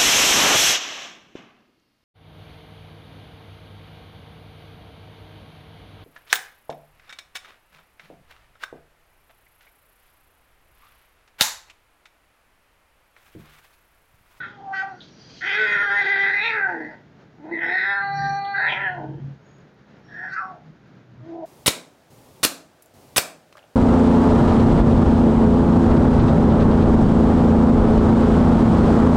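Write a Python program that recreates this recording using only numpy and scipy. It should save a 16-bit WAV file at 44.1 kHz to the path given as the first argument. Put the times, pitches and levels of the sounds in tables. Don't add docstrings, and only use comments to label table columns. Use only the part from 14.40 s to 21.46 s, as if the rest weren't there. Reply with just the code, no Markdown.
import sys
import numpy as np
from scipy import signal
from scipy.fft import rfft, irfft, next_fast_len
from scipy.io import wavfile
from scipy.ndimage import uniform_filter1d, minimum_filter1d

SR = 44100
rng = np.random.default_rng(int(sys.argv[2]) if len(sys.argv) > 2 else 0)


def persist_wave(psi):
    counts = np.round(np.clip(psi, -1, 1) * 32767).astype(np.int16)
    wavfile.write(sys.argv[1], SR, np.atleast_2d(counts).T)


N = 311204
TIME = np.arange(N) / SR

WAVER_DEPTH, WAVER_HZ = .022, 26
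FLUTTER_DB, FLUTTER_HZ = 2, 41.3
NOSE_ROUGH_DB = -34.5

# time_s, pitch_hz, roughness
FOLD_CURVES = [
    [(0, 405.7, 0.71), (.13, 405.6, 0.55), (.35, 385, 0.27), (.48, 393, 0.33), (.56, 358.6, 0.5)],
    [(1, 353, .85), (1.1, 400, .6), (1.15, 408, .75), (1.185, 440, .5), (1.26, 410, .65), (1.32, 415, .45),
     (1.375, 409, .65), (1.45, 403, .35), (1.53, 400, .2), (1.6, 408.4, .35), (1.645, 397, .9),
     (1.675, 388, .35), (1.72, 403.2, .25), (1.762, 388, .65), (1.81, 404.6, .2), (1.89, 383, .75),
     (2, 416, .45), (2.06, 462, .5), (2.16, 431, .58), (2.21, 398, .6), (2.25, 386, .35), (2.35, 335, .95),
     (2.5, 289.2, .8)],
    [(2.97, 283.5, .85), (3.1, 326.4, 1), (3.3, 351.8, 0.7), (3.36, 378.2, 0.5), (3.4, 384.8, 0.8),
     (3.48, 399.6, .22), (3.62, 399, .1), (3.8, 396.6, .09), (4.13, 399, .07), (4.16, 392, .3),
     (4.19, 382, 0.7), (4.26, 398.2, 0.8), (4.33, 373.6, 0.8), (4.41, 399.3, .55), (4.47, 373, .5),
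     (4.53, 359.7, 0.5), (4.65, 312.2, 1.3)],
    [(5.66, 312.6, 0.7), (5.86, 376, 0.83), (5.95, 390.2, 0.7), (6.08, 380, 0.6), (6.2, 300, 1.3)],
    [(6.8, 305, .5), (6.89, 335, .35), (6.97, 329, .6), (7.056, 322, .55)],
]
# time_s, mouth_db, throat_db, mouth_hz, jaw_opening
MOUTH_CURVES = [
    [(0, -33, -54.5, 1572, 0.5), (.035, -32.5, -59.5, 1700, 0.48), (.14, -54, -52.5, 1400, 1),
     (.25, -71, -39.5, 1320, 0.3), (.324, -47, -28.5, 1260, 0.7), (.337, -28, -42, 1598, 0.67),
     (.415, -26.5, -42.5, 1750, 0.6), (.435, -39.5, -28, 1470, 0.78), (.51, -48.5, -40, 1400, 0.8),
     (.62, -61, -77, 1410, 0.6)],
    [(1.006, -41, -83, 1810, 0.5), (1.028, -26, -46.5, 1800, 0.32), (1.1, -25.5, -42, 1920, 0.71),
     (1.21, -21, -41.5, 1782, 0.61), (1.39, -18.5, -43.5, 1776, 0.41), (1.46, -22.5, -35.5, 1586, 0.36),
     (1.612, -20, -32.5, 1841, 0.32), (1.647, -33, -44.5, 1780, 0.7), (1.67, -20.5, -34.5, 1830, 0.38),
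     (1.84, -19.5, -34, 1817, 0.43), (1.93, -22.5, -42.5, 1836, 0.3), (2.04, -24.5, -33, 2050, 0.8),
     (2.085, -22, -32.5, 2196, 0.8), (2.12, -26.5, -39, 1844, 0.57), (2.2, -21, -35.5, 1697, 0.31),
     (2.25, -20.5, -34.5, 1683, 0.2), (2.27, -28, -35, 1643, 0.3), (2.32, -32.5, -32, 1705, 0.25),
     (2.47, -40, -48, 1877, 0.1), (2.55, -49, -43, 1735, 0.4)],
    [(2.97, -77, -61.5, 1840, 0.6), (3.11, -49.5, -36, 1780, 0.5), (3.127, -31, -46.5, 2000, 0.04),
     (3.25, -24.5, -38, 1820, 0.36), (3.335, -23, -34.5, 1875, 0.28), (3.36, -18.5, -35, 1836, 0.19),
     (3.385, -23.5, -50, 1870, 0.36), (3.5, -21.5, -32.5, 1744, 0.26), (3.615, -19, -31.5, 1590, 0.17),
     (3.636, -29.5, -27.5, 1587, 0.7), (3.706, -41, -26, 1630, 0.7), (3.755, -27, -26, 1590, 0.2),
     (3.87, -26, -25, 1596, 0.2), (3.91, -32.5, -26, 1580, 0.2), (4.13, -37, -27, 1600, 0.6),
     (4.15, -20, -32.5, 1630, 0.36), (4.19, -25, -34, 1706, 0.22), (4.262, -18.5, -33.5, 1810, 0.31),
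     (4.325, -29, -32.5, 2140, 0.8), (4.37, -31, -39.5, 1880, 0.6), (4.47, -24, -35.5, 1771, 0.13),
     (4.51, -38.5, -35.5, 1650, 0.2), (4.62, -57, -36.5, 1560, 0.04), (4.82, -71, -62, 1780, 0)],
    [(5.68, -56, -59, 1725, 0.04), (5.77, -35.5, -55.5, 1740, 0.08), (5.85, -33.5, -45, 1727, 0.12),
     (5.925, -35.5, -59.5, 1660, 0.38), (5.985, -24, -55, 1464, 0.63), (6.03, -33, -42.5, 1190, 0.2),
     (6.095, -46, -44.5, 1010, 0.03), (6.15, -65, -47.5, 998, 0), (6.24, -88.5, -69, 955, 0.1)],
    [(6.8, -63, -62, 1080, 0.2), (6.95, -100, -35.5, 1090, 0.3), (7.11, -82, -32.5, 1090, 0.2)],
]
# time_s, edge_hz, edge_db, rasp_db
EDGE_CURVES = [
    [(.04, 3560, -54, -71), (.3, 3320, -83.5, -82), (.36, 3270, -50, -50), (.41, 3400, -52.5, -54.5),
     (.46, 3480, -81.5, -68)],
    [(1, 3440, -53, -62), (1.09, 3270, -35.5, -50.5), (1.22, 3562, -39, -50.5), (1.5, 3390, -47, -56.5),
     (1.62, 3590, -42.5, -51), (1.82, 3520, -40.5, -53.5), (1.97, 3970, -48, -59.5),
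     (2.035, 3790, -31, -57.5), (2.085, 3760, -33, -54), (2.12, 3630, -61.5, -54), (2.24, 3550, -74.5, -71)],
    [(3.05, 3940, -88, -94), (3.13, 4100, -64, -82.5), (3.21, 3180, -52.5, -82.5), (3.35, 4000, -42, -71.5),
     (3.51, 3650, -44.5, -71), (3.62, 4217, -65, -87.5), (3.79, 4190, -62, -75.5), (3.85, 4160, -41, -70),
     (3.95, 4150, -62, -85.5), (4.12, 4010, -61, -85), (4.17, 4130, -45.5, -85), (4.25, 4100, -45.5, -75),
     (4.31, 3250, -31, -58.5), (4.38, 3177, -50.5, -71), (4.47, 2700, -44.5, -85), (4.6, 2950, -73, -94)],
    [(5.7, 3555, -68, -79), (5.89, 3400, -71.5, -69), (5.935, 4260, -60, -52), (6.12, 4300, -95, -94)],
    [(6.9, 3950, -90, -100)],
]
# chest_db, nose_re_throat_db, throat_width_hz
GROWL_TIMBRES = [(-53, -40, 350), (-43, -42.5, 430), (-43.5, -15.5, 432), (-56.5, -38, 380),
                 (-54, -40.5, 270)]


def growl(fold_curve, mouth_curve, edge_curve, chest_db, nose_db, throat_width_hz):
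    t = span(mouth_curve)
    pitch_hz, rough = follow(fold_curve, t)
    mouth_db, throat_db, mouth_hz, jaw = follow(mouth_curve, t)
    edge_hz, edge_db, rasp_db = follow(edge_curve, t)
    rough, jaw = np.clip(rough, 0, 1), np.clip(jaw, 0, 1)
    pitch_hz = pitch_hz * (1 + WAVER_DEPTH * rough ** 2 * wander(len(t), WAVER_HZ))
    drive = vocal_folds(t, pitch_hz, rough)
    chest = resonate(drive, pitch_hz, width_hz=266)
    throat = throat_ring(drive, pitch_hz, throat_width_hz)
    nose = amp(nose_db + NOSE_ROUGH_DB * rough) * steady(nose_ring(drive))
    voice = (amp(mouth_db) * steady(mouth_ring(drive, mouth_hz, jaw), samples=500)
             + amp(edge_db) * steady(edge_ring(drive, edge_hz))
             + amp(rasp_db) * steady(rasp(drive))
             + amp(throat_db) * (steady(throat) + nose)
             + chest_gain(t, chest_db) * fade(steady(chest), samples=2200))
    flutter = amp(FLUTTER_DB * rough * wander(len(t), FLUTTER_HZ))
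    return t[0], fade(voice * flutter)


def vocal_folds(t, pitch_hz, rough, stagger_cycles=0.077):
    quaver = (.0009 + .034 * rough) * wander(len(t), rate_hz=55)
    phase = np.cumsum(pitch_hz * (1 + quaver)) / SR
    cycles = np.arange(int(t[-1] - t[0] + 1) * 500)
    timing, strength = (np.interp(phase, cycles, row) for row in rng.standard_normal((2, len(cycles))))
    jitter = .05 * rough ** 1.6 * timing
    shimmer = 1 + .5 * rough ** 1.5 * strength
    phase = phase + jitter + stagger_cycles * snarl(t, rough) * np.cos(np.pi * phase)
    pulses = unit(sum(np.cos(2 * np.pi * k * phase) for k in range(1, 21)))
    puffs = (1 + np.cos(2 * np.pi * phase)) * rng.standard_normal(len(t))
    return pulses * shimmer + .3 * (rough ** 1.5 + .025) * puffs


# start_s, length_s, depth
SNARLS = [(-.05, 0.19, 0.46), (1.162, 0.29, 0.89), (1.493, 0.1, .55), (2.25, 0.19, 0.66),
          (3.168, 0.163, 0.59), (3.411, 0.22, 0.32), (4.215, 0.28, 0.81), (5.952, 0.072, 0.68)]


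def snarl(t, rough, ramp_s=0.043):
    doubling = sum(depth * np.clip(np.minimum(t - start_s, start_s + length_s - t) / ramp_s, 0, 1)
                   for start_s, length_s, depth in SNARLS)
    return .16 * rough + doubling


def mouth_ring(drive, mouth_hz, jaw):
    target_width_hz = 166 + 776 * jaw
    widths_hz = np.geomspace(200, 1000, 5)
    ring = sum(np.interp(target_width_hz, widths_hz, share) * resonate(drive, mouth_hz, width_hz)
               for width_hz, share in zip(widths_hz, np.eye(len(widths_hz))))
    return colour(ring, [(700, -16.5), (1130, -12), (1400, 3), (1720, -9.5), (2030, -2),
                         (2280, -9), (2500, 8), (2780, -1), (3100, -9), (4500, -25)])


def throat_ring(drive, pitch_hz, width_hz):
    ring = resonate(drive, 1.613 * pitch_hz + 150, width_hz)
    return colour(ring, [(400, 0.5), (530, -10.5), (650, -0.5), (800, 0.5), (900, 4), (1050, -4)])


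def nose_ring(drive):
    return resonate(drive, hz=4182, width_hz=261.4) + amp(-10.5) * resonate(drive, hz=2360, width_hz=250)


def edge_ring(drive, edge_hz):
    ring = floor_bounce(resonate(drive, edge_hz, width_hz=640))
    return colour(ring, [(1500, -22.5), (2900, 1), (4800, -5), (6600, -11.5)])


def floor_bounce(x, delay_s=0.0015663, gain_db=-9):
    index = np.arange(len(x))
    return x + amp(gain_db) * np.interp(index - delay_s * SR, index, x, left=0)


# centre_hz, width_hz, gain_db
HEAD_MODES = [(4560, 640, 7), (5570, 310, 2), (6330, 380, -6), (7570, 980, -19), (8900, 1200, -20)]


def rasp(drive, drift=.03, sway_db=3.5):
    ring = np.zeros(len(drive))
    for centre_hz, width_hz, gain_db in HEAD_MODES:
        gain = amp(gain_db + sway_db * wander(len(drive), rate_hz=22))
        hz = centre_hz * (1 + drift * wander(len(drive), rate_hz=15))
        ring += gain * resonate(drive, hz, width_hz)
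    return ring


# start_s, hold_s, level_db
GRUMBLES = [(1.187, 0.69, -40.5), (2.172, 0.025, -40.5), (2.36, 0.054, -36.5), (3.118, 0.03, -34),
            (3.267, 0.037, -39.5), (4.634, 0.069, -40.5), (6.917, 0.077, -37.5)]


def chest_gain(t, rest_db, ramp_s=.05, ramp_db=14, shake_db=2.5):
    gain = amp(rest_db)
    for start_s, hold_s, level_db in GRUMBLES:
        outside_s = np.maximum(np.maximum(start_s - t, t - start_s - hold_s), 0)
        shaken_db = level_db + shake_db * wander(len(t), FLUTTER_HZ)
        gain = gain + amp(shaken_db - ramp_db * outside_s / ramp_s)
    return gain


# start_s, length_s, first_hz, last_hz, width_hz, level_db
WHISTLES = [(0.31, 0.156, 6250, 6440, 350, -65), (0.664, 0.67, 5600, 6770, 347, -67),
            (0.738, 0.28, 4810, 4782, 80, -58), (3.199, 0.391, 5340, 4900, 450, -60),
            (3.711, 0.3, 5610, 5840, 311.4, -55), (3.737, 0.18, 4533, 4903, 280, -52.5),
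            (3.755, 0.1857, 1874, 1830, 200, -40.5), (5.014, 0.227, 6640, 6650, 151, -71.5),
            (5.611, 0.514, 5530, 5500, 247, -70)]


def whistle(start_s, length_s, first_hz, last_hz, width_hz, level_db):
    count = round(length_s * SR)
    tone = resonate(rng.standard_normal(count), np.linspace(first_hz, last_hz, count), width_hz)
    return start_s, amp(level_db) * fade(unit(tone), samples=3000)


# time_s, level_db
SCUFF_ENVELOPE = [(0.55, -76), (0.626, -58), (0.74, -60.5), (.88, -55), (1.02, -49)]
# frequency_hz, density_db
SCUFF_SPECTRUM = [(1180, -39), (2100, -21), (2950, -19), (3220, -12.5), (3540, -21.5), (4450, -11),
                  (4790, -15), (5100, -18), (6540, -24), (7600, -44.5), (16300, -85)]


def boot_scuff(rise_db_per_s=200, fall_db_per_s=45):
    level_db, = follow(SCUFF_ENVELOPE, TIME)
    level_db -= rise_db_per_s * np.maximum(SCUFF_ENVELOPE[0][0] - TIME, 0)
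    level_db -= fall_db_per_s * np.maximum(TIME - SCUFF_ENVELOPE[-1][0], 0)
    grip_db = 1.3 * wander(N, rate_hz=40)
    return amp(level_db + grip_db) * unit(colour(rng.standard_normal(N), SCUFF_SPECTRUM))


# start_s, level_db (before boost), ring_hz, crisp_gain_db
TAPS = [(0.604, -52.5, 3680, -54), (4.048, -56, 3430, -30)]


def tap(start_s, level_db, ring_hz, crisp_gain_db, t60_s=0.12, boost_db=15.5):
    t = np.arange(SR // 5) / SR
    grit = rng.standard_normal(len(t)) * amp(-60 * t / t60_s)
    ring = resonate(grit, ring_hz, width_hz=860) + amp(crisp_gain_db) * grit
    return start_s, amp(level_db + boost_db) * ring / np.abs(ring).max()


def crumbs(rate_per_s=4, level_db=-75, spread_db=3, t60_s=.02):
    peaks = amp(level_db + spread_db * np.minimum(rng.exponential(1, N), 2))
    impacts = peaks * (rng.random(N) < rate_per_s / SR)
    t = np.arange(SR // 20) / SR
    tick = np.diff(rng.standard_normal(len(t)) * amp(-60 * t / t60_s))
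    return signal.oaconvolve(impacts, tick / np.abs(tick).max())[:N]


# peak_s, rise_s, fall_s, level_db, pitch_hz
HUMS = [(3.839, 0.25, 0.22, -30.5, 146.5), (4.866, 0.74, 0.13, -31.5, 138.4), (6.32, 0.29, 0.068, -44, 156),
        (6.832, 0.3, 0.028, -41.5, 121.7)]


def hum(peak_s, rise_s, fall_s, level_db, pitch_hz, range_db=21.5, rumble_gain_db=-15):
    t = np.arange(-rise_s, fall_s, 1 / SR)
    swell = amp(level_db - range_db * np.maximum(-t / rise_s, t / fall_s))
    tone = unit(np.sin(2 * np.pi * pitch_hz * t) * (1 + 0.43 * wander(len(t), rate_hz=59)))
    rumble = colour(rng.standard_normal(len(t)),
                    [(20, -12.5), (70, 2), (130, -19.5), (220, 6), (400, -10), (9000, -110)])
    return peak_s - rise_s, fade(swell * (tone + amp(rumble_gain_db) * unit(rumble)))


# frequency_hz, t60_s
ROOM_DECAY = [(200, 0.24), (4000, 0.32), (9000, 0.006)]


def room(x, reflections_per_s=2500, gap_s=.003):
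    count = SR * 2 // 3
    signs = rng.choice([-1., 1.], count)
    arrivals = (rng.random(count) < reflections_per_s / SR) * (np.arange(count) > gap_s * SR)
    hz, t, bands = signal.stft(signs * arrivals, SR, nperseg=256)
    decay = amp(-60 * t / at_hz(ROOM_DECAY, hz)[:, None])
    tail = signal.istft(bands * decay, SR, nperseg=256)[1]
    return signal.fftconvolve(x, tail / np.linalg.norm(tail))[:N]


# frequency_hz, density_db
AIR_SPECTRUM = [(25, -35.5), (42, -20), (102, -11.5), (139, -2.5), (350, -11.5), (1100, -23.5), (1580, -22),
                (2600, -31.5), (3810, -35), (6910, -45), (7420, -58), (9650, -79.5), (16300, -120)]


def air(level_db=-50.5, hiss_db=-88):
    swell_db = 1.2 * wander(N, rate_hz=9)
    hiss = amp(hiss_db) * rng.standard_normal(N)
    return amp(level_db + swell_db) * unit(colour(rng.standard_normal(N), AIR_SPECTRUM)) + hiss


def amp(db):
    return 10 ** (np.asarray(db) / 20)


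def unit(x):
    return x / np.sqrt(np.mean(x ** 2) + 1e-20)


def steady(x, samples=900):
    power = uniform_filter1d(uniform_filter1d(x ** 2, samples), samples)
    return x / np.sqrt(np.abs(power) + 1e-14)


def follow(curve, t):
    time_s, *columns = np.transpose(curve)
    return [np.interp(t, time_s, column) for column in columns]


def at_hz(points, hz):
    frequency_hz, values = np.transpose(points)
    return np.interp(np.log(hz + 1), np.log(frequency_hz), values)


def span(curve):
    return np.arange(curve[0][0], curve[-1][0], 1 / SR)


def add(mix, start_s, sound):
    part = mix[max(round(start_s * SR), 0):][:len(sound)]
    part += sound[:len(part)]


def fade(x, samples=300):
    return x * signal.windows.tukey(len(x), 2 * samples / len(x))


def colour(x, points):
    size = next_fast_len(len(x) + 2048)
    gain = amp(at_hz(points, np.fft.rfftfreq(size, 1 / SR)))
    return irfft(rfft(x, size) * gain, size)[:len(x)]


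def wander(count, rate_hz):
    hz = np.fft.rfftfreq(count, 1 / SR)
    return unit(irfft(rfft(rng.standard_normal(count)) * np.exp(-(hz / rate_hz) ** 2), count))


def resonate(x, hz, width_hz):
    carrier = np.exp(2j * np.pi * np.cumsum(hz * np.ones(len(x))) / SR)
    lowpass = signal.butter(3, width_hz / 2, fs=SR, output="sos")
    return 2 * (carrier * signal.sosfilt(lowpass, x / carrier)).real


def scene():
    near, hums = np.zeros(N), np.zeros(N)
    for *curves, timbre in zip(FOLD_CURVES, MOUTH_CURVES, EDGE_CURVES, GROWL_TIMBRES):
        add(near, *growl(*curves, *timbre))
    for row in WHISTLES:
        add(near, *whistle(*row))
    for row in TAPS:
        add(near, *tap(*row))
    for row in HUMS:
        add(hums, *hum(*row))
    echo = amp(-9.5) * colour(room(near), [(800, 0), (1500, -0.5)])
    return fade(near + echo + hums + boot_scuff() + crumbs() + air(), samples=100)[None]


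def record(dry, ceiling_db=-11.0, cutoff_hz=15500):
    gain = np.minimum(amp(ceiling_db) / (np.abs(dry) + 1e-9), 1)
    limited = dry * uniform_filter1d(minimum_filter1d(gain, size=400), size=400)
    lowpass = signal.firwin(511, cutoff_hz, window=("kaiser", 9), fs=SR)
    return signal.oaconvolve(limited, lowpass[None], "same")


dry = scene()
out = record(dry)
persist_wave(out)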